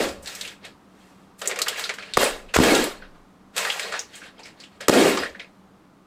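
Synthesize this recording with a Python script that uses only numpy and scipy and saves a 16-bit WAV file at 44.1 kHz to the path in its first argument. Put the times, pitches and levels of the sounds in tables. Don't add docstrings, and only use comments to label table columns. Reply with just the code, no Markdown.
import sys
import numpy as np
from scipy import signal
from scipy.io import wavfile
from scipy.ndimage import uniform_filter1d

SR = 44100
rng = np.random.default_rng(int(sys.argv[2]) if len(sys.argv) > 2 else 0)


def linear_from_db(decibels):
    return 10 ** (np.asarray(decibels, float) / 20)


def wav_record(signal):
    frames = np.transpose(np.atleast_2d(signal))
    bounded = np.clip(frames, -1, 1)
    quanta = np.round(bounded * 32767).astype(np.int16)
    wavfile.write(sys.argv[1], SR, quanta)


N = 267510
STEP = 16

# start_s, level_db, slap_hz, length_s, limiter_dip_db
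BURSTS = [(2.1708, -8, 1350, .0035, 0), (2.1742, -6, 600, .003, 14), (2.2313, -11, 560, .003, 1),
          (2.5613, -7, 520, .003, 3), (2.5645, -10, 1500, .004, 4), (2.5878, -3, 520, .0022, 4),
          (2.6018, -3, 330, .003, 4), (4.8826, -14, 900, .0025, 0), (4.8848, -4, 700, .0015, 7),
          (4.895, -5, 800, .0025, 0), (4.8978, -6, 420, .0035, 12)]
# start_s, hold_s, foil_db, boom_db, fall_db_per_s
RUSHES = [
    (-.13, 0.16, -22.5, -16, 215),
    (0.002, 0.004, -44, -16, 603),
    (2.172, 0.05, -18, -18, 168),
    (2.598, 0.23, -20.5, -14, 205),
    (4.886, 0.24, -21.5, -12.5, 174),
]
# frequency_hz, level_db (per Hz)
FOIL_COLOUR = [(350, -14), (600, 1.5), (643, -7.5), (709, -10), (770, -13.5), (1090, -7), (4070, -15.5),
               (5910, -18.5), (7700, -14.5), (9740, -24.5), (15000, -25.5), (15800, -48.5), (16500, -53)]


def evened(x):
    return x / np.sqrt(np.mean(x ** 2) + 1e-20)


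def read(points, hz):
    f, value = np.transpose(points)
    return np.interp(np.log(hz + 1), np.log(f + 1), value)


def coloured(x, points):
    hz = np.abs(np.fft.fftfreq(8192, 1 / SR))
    log_gain = np.log(linear_from_db(np.maximum(read(points, hz), -100)))
    taps = np.fft.ifft(np.exp(np.conj(signal.hilbert(log_gain)))).real[:4096]
    return evened(signal.oaconvolve(x, taps)[:len(x)])


def band(x, lo_hz, hi_hz, order=2):
    sos = signal.butter(order, [lo_hz, min(hi_hz, .45 * SR)], "band", fs=SR, output="sos")
    return signal.sosfilt(sos, x)


def resonate(x, hz, width_hz):
    turn = np.exp(2j * np.pi * np.cumsum(hz * np.ones(len(x))) / SR)
    r = np.exp(-np.pi * width_hz / SR)
    return 2 * (turn * signal.lfilter([1 - r], [1, -r], x / turn)).real


def resonate_twice(x, hz, width_hz):
    return evened(resonate(resonate(x, hz, width_hz), hz, width_hz))


def add(mix, s, sound):
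    part = mix[round(s * SR):][:len(sound)]
    part += sound[:len(part)]


def summed(levels_db):
    gain = np.sqrt(sum(linear_from_db(2 * db) for db in levels_db))
    return np.interp(np.arange(N), np.arange(0, N, STEP), gain)


def bursts():
    tear_db, tear_hz = -12.5, 800
    out, t = np.zeros(N), np.arange(2000) / SR
    noise = rng.standard_normal((len(BURSTS), 2, len(t)))
    for (s, db, hz, length, _), (a, b) in zip(BURSTS, noise):
        glide = (1.15 - 0.37 * t / length).clip(.5)
        wander = 1 + 0.41 * evened(uniform_filter1d(a, 30))
        slap = -np.sin(2 * np.pi * np.cumsum(hz * glide * wander) / SR)
        tear = linear_from_db(tear_db - db) * min(hz / tear_hz, 1) * coloured(b, FOIL_COLOUR) * np.exp(-t / (2 * length))
        add(out, s, linear_from_db(db) * (slap + tear) * np.exp(-np.maximum(t - length, 0) / .001))
    return band(out, 130, 17000, order=1)


def limiter_dip():
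    t, dip_db = np.arange(N) / SR, np.zeros(N)
    for s, _, _, length, depth_db in BURSTS:
        since = t - s - length
        dip_db = np.maximum(dip_db, depth_db * np.exp(-since.clip(0) / .016) * (since > 0))
    return linear_from_db(-dip_db)


def rush(s, hold_s, fall_db_per_s):
    swell_db, swell_s = -3.5, 0.088
    since, knee = np.arange(0, N, STEP) / SR - s, 0.23 * hold_s
    swell = swell_db * np.exp(-since.clip(0) / swell_s)
    fall = fall_db_per_s * knee * np.logaddexp(0, (since - hold_s) / knee)
    return np.where(since >= 0, swell - fall, -150)


def boom():
    # frequency_hz, level_db (per Hz)
    deep_colour = [(41, -30), (70, -27.5), (92, -26), (249, 1.5), (332, 2.5), (399, 4.5), (648, -19.5),
                   (692, -9), (749, -8.5), (1220, -31.5), (1600, -20.5), (2080, -36.5), (3520, -120)]
    # frequency_hz, level_db (per Hz)
    touch_colour = [(150, -38.5), (230, -18), (330, -8.5), (450, 9.5), (600, 6), (800, 1), (1100, -30.5),
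                    (1800, -45.5)]
    boom_hold, boom_fall = 0.79, 0.88
    touch_db, touch_per_db, touch_per_bright = -8, 0.17, -0.57
    ring_hz, ring_width_hz, ring_db, ring_fall_db_per_s = 549, 72, -18, 90

    lumps = crackle(280, 2.6, 0.02, 0.6)
    airs = []
    for s, hold, _, db, fall in RUSHES:
        depth = np.clip(0.48 + 1.61 * hold, .01, .99)
        airs.append((db + rush(s, boom_hold * hold, boom_fall * fall), depth))
    deep = summed(level + 20 * np.log10(depth) for level, depth in airs)

    light_levels = [level + 10 * np.log10(1 - depth ** 2) for level, depth in airs]
    for level, db, bright_db in presses():
        touch = touch_db + touch_per_db * (db + 31.5) + touch_per_bright * (bright_db + 9)
        light_levels.append(level + touch)
    light = summed(light_levels)

    ring = summed(db + ring_db + rush(s, boom_hold * hold, ring_fall_db_per_s)
                  for s, hold, _, db, _ in RUSHES)
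    hollow = resonate_twice(lumps, ring_hz, ring_width_hz)
    return deep * coloured(lumps, deep_colour) + light * coloured(lumps[::-1], touch_colour) + ring * hollow


def crackle(per_s, spread_db, smear_s, hiss):
    size = linear_from_db(spread_db * np.minimum(rng.exponential(1, N), 5)) * (rng.random(N) < per_s / SR)
    smear = np.sqrt(signal.lfilter([1], [1, -np.exp(-1 / (smear_s * SR))], size ** 2))
    return (evened(smear) + hiss) * rng.standard_normal(N)


def patches(count):
    cracks_per_s = 1500
    pitches = np.geomspace(800, 15000, count) * rng.uniform(0.98, 1.05, count)
    rings = (band(crackle(cracks_per_s / count, 4.2, .009, 0.85), .975 * hz, 1.025 * hz, order=1)
             for hz in pitches)
    return evened(sum(rings))


def gesture(s, rise_s, hold_s, sag_db_per_s, fall_db_per_s):
    rise_from_db = -37.5
    since = np.arange(0, N, STEP) / SR - s
    held = -sag_db_per_s * since.clip(0, hold_s) - fall_db_per_s * (since - hold_s).clip(0)
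    return held + rise_from_db * (-since).clip(0) / max(rise_s, .002)


def presses():
    # full_s, rise_s, hold_s, level_db, brightness_db
    press_rows = [(0.277, 0.083, 0.19, -38.5, -3.5), (0.418, 0.0058, 0.1, -41.5, -6.5),
                  (0.648, 0.053, 0.012, -41, -14), (1.01, 0.26, 0.23, -60.5, -2.5),
                  (1.393, 0.023, 0.063, -50.5, 3), (1.415, 0.0033, 0.054, -40, -23),
                  (1.433, .015, .2, -43, -24), (1.496, .03, 0.033, -33.5, -18.5),
                  (1.567, .01, 0.065, -38, -26), (1.662, 0.0046, 0.074, -33, -9.5),
                  (1.783, 0.087, 0.08, -32, -5.5), (1.892, .005, 0.0069, -30.5, -12.5),
                  (1.984, 0.0092, 0.14, -41, -12.5), (2.15, 0.0059, 0.026, -41.5, -7),
                  (2.49, .02, 0.05, -55.5, -10), (2.54, 0.0035, 0.05, -22.5, -5),
                  (0.65, .02, 0.037, -58, -28), (3.022, 0.046, 0.032, -52, -24),
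                  (3.576, 0.043, .2, -27, -4.5), (3.8, 0.046, .1, -33, -6.5),
                   (3.845, 0.022, 0.032, -42, -38), (3.928, 0.066, .05, -33, -10),
                   (3.991, .004, .02, -40.5, -6), (4.155, 0.15, .03, -44.5, -5.5),
                   (4.238, 0.18, .04, -45, -9), (4.39, 0.12, .03, -55, -32), (4.46, 0.08, .03, -46.5, -9),
                   (4.604, 0.09, .04, -50, -9.5), (4.72, .03, .05, -60, -9.5),
                   (4.807, 0.0096, .025, -37.5, -11.5), (5.178, 0.012, .08, -32, -12),
                   (5.35, 0.0098, .01, -54, -18), (5.395, 0.0073, .02, -44, -14.5)]
    sag_db_per_s, fall_db_per_s = 39, 291
    return [(db + gesture(s, rise, hold, sag_db_per_s, fall_db_per_s), db, bright_db)
            for s, rise, hold, db, bright_db in press_rows]


def foil():
    body_per_db = 0.52
    treble_fall = 1.04
    # low_hz, high_hz, press_db, press_db per dB of brightness, rush_db, fall ratio
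    bands = [(690, 1500, -10, -0.28, -3, 1),
             (1500, 5000, 0, 0, 0, 1),
             (5000, 10000, 0, 1, -4.5, treble_fall),
             (10000, 17000, -7, 1.9, -14.5, treble_fall ** 2)]
    sheet = coloured(0.88 * evened(crackle(300, 1.0, 0.015, 0.89)) + patches(count=22), FOIL_COLOUR)
    hands, out = presses(), np.zeros(N)
    for lo_hz, hi_hz, base_db, per_bright, rush_db, faster in bands:
        per_db = body_per_db if lo_hz < 1000 else 0
        levels = [level + base_db + per_bright * bright_db + per_db * (db + 33.5)
                  for level, db, bright_db in hands]
        levels += [db + rush_db + rush(s, hold, faster * fall) for s, hold, db, _, fall in RUSHES]
        out += summed(levels) * evened(band(sheet, lo_hz, hi_hz, order=3))
    return out


def snaps():
    # start_s, peak_db, pitch_hz, broad_crack_share (0-1)
    snaps_single = [(.2239, -37.5, 7750, .7), (.2584, -28, 4100, 0.44), (.2733, -23, 4170, 0.4),
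                    (.35, -28, 5740, 0.75), (.411, -18.5, 3800, 0.5), (.4494, -25.5, 2740, .3),
                    (.4758, -25.5, 3430, 0.42), (.6482, -33.5, 3400, 0.6), (1.4167, -18, 1380, 0.65),
                    (1.4563, -21, 2180, 0.7), (1.474, -11.5, 7500, 0.33), (1.502, -28, 1420, 0.95),
                    (1.5128, -18, 2050, .48), (1.559, -21.5, 2090, .6), (1.5888, -15.5, 1330, 0.84),
                    (1.6083, -23.5, 1300, 0.2), (1.6174, -9, 4430, 0.6), (1.6691, -21, 1350, 0.2),
                    (1.6828, -9.5, 3200, 0.72), (1.7589, -23.5, 2250, .03), (1.7943, -21, 1670, 1),
                    (1.8396, -16.5, 3950, 0.07), (1.8933, -14, 2200, 0.42), (1.938, -28, 1810, 0.77),
                    (1.9854, -24, 1470, 0.36), (2.024, -27.5, 2300, 0.31), (2.1365, -16, 3740, 0.39),
                    (2.484, -39, 2700, 0), (2.5416, -14, 1380, .4), (3.0215, -34, 1500, 0.1),
                    (3.1426, -42.5, 1346, 0.38), (3.5646, -20, 2060, 0.95), (3.5794, -11.5, 3000, 0.71),
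                   (3.6496, -13.5, 1500, 0.46), (3.7, -10, 3030, 0.099), (3.7953, -16.5, 2120, 0.61),
                   (3.8292, -25, 3940, .1), (3.924, -18, 1430, 0.47), (3.9392, -16, 1510, 0.34),
                   (3.9925, -19.5, 6060, .03), (4.152, -34.5, 7800, 0.18), (4.3893, -38, 2470, 0.58),
                   (4.4303, -37, 5000, .03), (4.4533, -34, 2400, 0.54), (4.599, -34, 4440, 0.29),
                   (4.635, -35.5, 3030, .4), (4.808, -26.5, 1710, 0.68), (4.8827, -5.5, 4830, 0.86),
                   (5.1731, -9.5, 1210, 0.48), (5.2334, -16.5, 1730, .24), (5.2593, -24, 1840, .03),
                   (5.347, -31, 1710, .03), (5.3961, -23.5, 2210, 0.26)]
    # start_s, peak_db, pitch_hz, broad_crack_share (0-1)
    snaps_flung = [
        (.04, -20, 1810, 0.5),
        (0.086, -28, 5000, 0.5),
        (2.208, -15, 900, 0.1),
        (2.24, -16, 8850, 0),
        (2.265, -22, 900, .3),
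        (2.635, -9, 905, 0.85),
        (2.75, -10.5, 3500, 0.56),
        (2.84, -19.5, 9000, 0.75),
        (4.937, -15.5, 4000, .7),
    ]
    # start_s, peak_db, pitch_hz, broad_crack_share (0-1)
    snaps_broad = [(1.47, -24.5, 390, 0.07), (1.515, -25, 400, 0.1), (1.615, -29, 385, .03),
                   (3.65, -23, 720, .03), (3.69, -25, 760, .03), (3.76, -24, 780, .03),
                   (3.94, -20, 820, .03), (4.215, -35.5, 1570, .05), (4.256, -38.5, 1550, 0.1),
                   (4.39, -39, 844, 0.1), (4.815, -34, 620, .03)]
    ring_t60_s, rattle_t60_s = 0.049, .21
    out, t = np.zeros(N), np.arange(7000) / SR
    rows = snaps_single + snaps_flung + snaps_broad
    noise = rng.standard_normal((len(rows), len(t)))
    for (s, db, hz, broad), n in zip(rows, noise):
        broad = np.clip(broad, 0, 1)
        patch = resonate_twice(n, hz, .33 * hz)
        top_hz = 2 * hz + 17000 * broad ** 2
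        crack = evened(band(coloured(n, FOIL_COLOUR), 0.8 * hz, top_hz))
        flip = 0.64 * np.exp(-t / .0015) * linear_from_db(min(db + 14, 0) / 2)
        rattle_db = -7 - 0.39 * (db + 20.5)
        shape = flip + linear_from_db(-60 * t / ring_t60_s) + linear_from_db(rattle_db - 60 * t / rattle_t60_s)
        rise_s = 0.0002 * linear_from_db(1.66 * max(-19 - db, 0))
        snap = ((1 - broad) * patch + broad * crack) * shape * np.minimum(t / rise_s, 1)
        add(out, s, linear_from_db(db - 8.5) * snap)
    return out


def table():
    # start_s, hold_s, thump_db, wobble_db
    rock = [(0.0, .05, -48, -48), (0.076, 0.12, -47.5, -69), (0.417, 0.072, -58.5, -75),
            (2.155, .06, -47, -42), (2.29, .2, -72, -45.5), (2.56, .02, -26, -41), (2.707, 0.11, -50, -40),
            (2.87, 0.31, -78.5, -48.5), (4.89, .02, -51.5, -46.5), (5.03, 0.11, -55, -57),
            (5.202, 0.085, -49, -61)]
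    a, b = rng.standard_normal((2, N))
    moves = [(gesture(s, 0.013, hold, 0, 223), thump_db, wobble_db)
             for s, hold, thump_db, wobble_db in rock]
    thump = summed(m + db for m, db, _ in moves) * resonate_twice(a, 65, 24)
    wobble = summed(m + db for m, _, db in moves) * resonate_twice(b, 20, 20)
    return thump + wobble


def hush():
    # frequency_hz, level_db (per Hz)
    air_colour = [(12, -43.5), (20, 2), (43, -19), (65, -6.5), (195, -6.5), (218, -4.5), (440, -6.5),
                  (479, -10), (729, -9), (1140, -10), (1740, -19), (2510, -24), (8650, -25.5), (14300, -37),
                  (16500, -58)]
    # time_s, level_db
    air_sway = [(0, 18), (.6, 13), (.9, 11), (1.1, 12.5), (1.35, 11), (3.0, 13), (3.4, 10), (4.299, 12),
                (5.5, 11), (6.1, 8)]
    # pitch_hz, width_hz, level_db
    machine = [
        (191.4, 16, -58),
        (283, 60, -60.5),
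        (1240, 79, -71),
    ]
    air_db, treble_db = -67, -7
    air = linear_from_db(air_db) * coloured(rng.standard_normal(N), air_colour)
    air = air + (linear_from_db(treble_db) - 1) * band(air, 2900, 17000)
    sway = linear_from_db(np.interp(np.arange(N) / SR, *np.transpose(air_sway)))
    hum = sum(linear_from_db(db) * evened(resonate(rng.standard_normal(N), hz, w)) for hz, w, db in machine)
    return sway * air + hum


def scene():
    ducked = foil() + snaps() + boom() + table() + hush()
    return (ducked * limiter_dip() + bursts())[None]


def band_limit(x):
    return signal.sosfilt(signal.butter(12, 16800, fs=SR, output="sos"), x)


def record(dry):
    ceiling = .53
    clipped = dry / (1 + np.abs(dry / ceiling) ** 6) ** (1 / 6)
    mix = signal.sosfilt(signal.butter(12, 16300, fs=SR, output="sos"), clipped)
    return band_limit(mix)


dry = scene()
out = record(dry)
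wav_record(out)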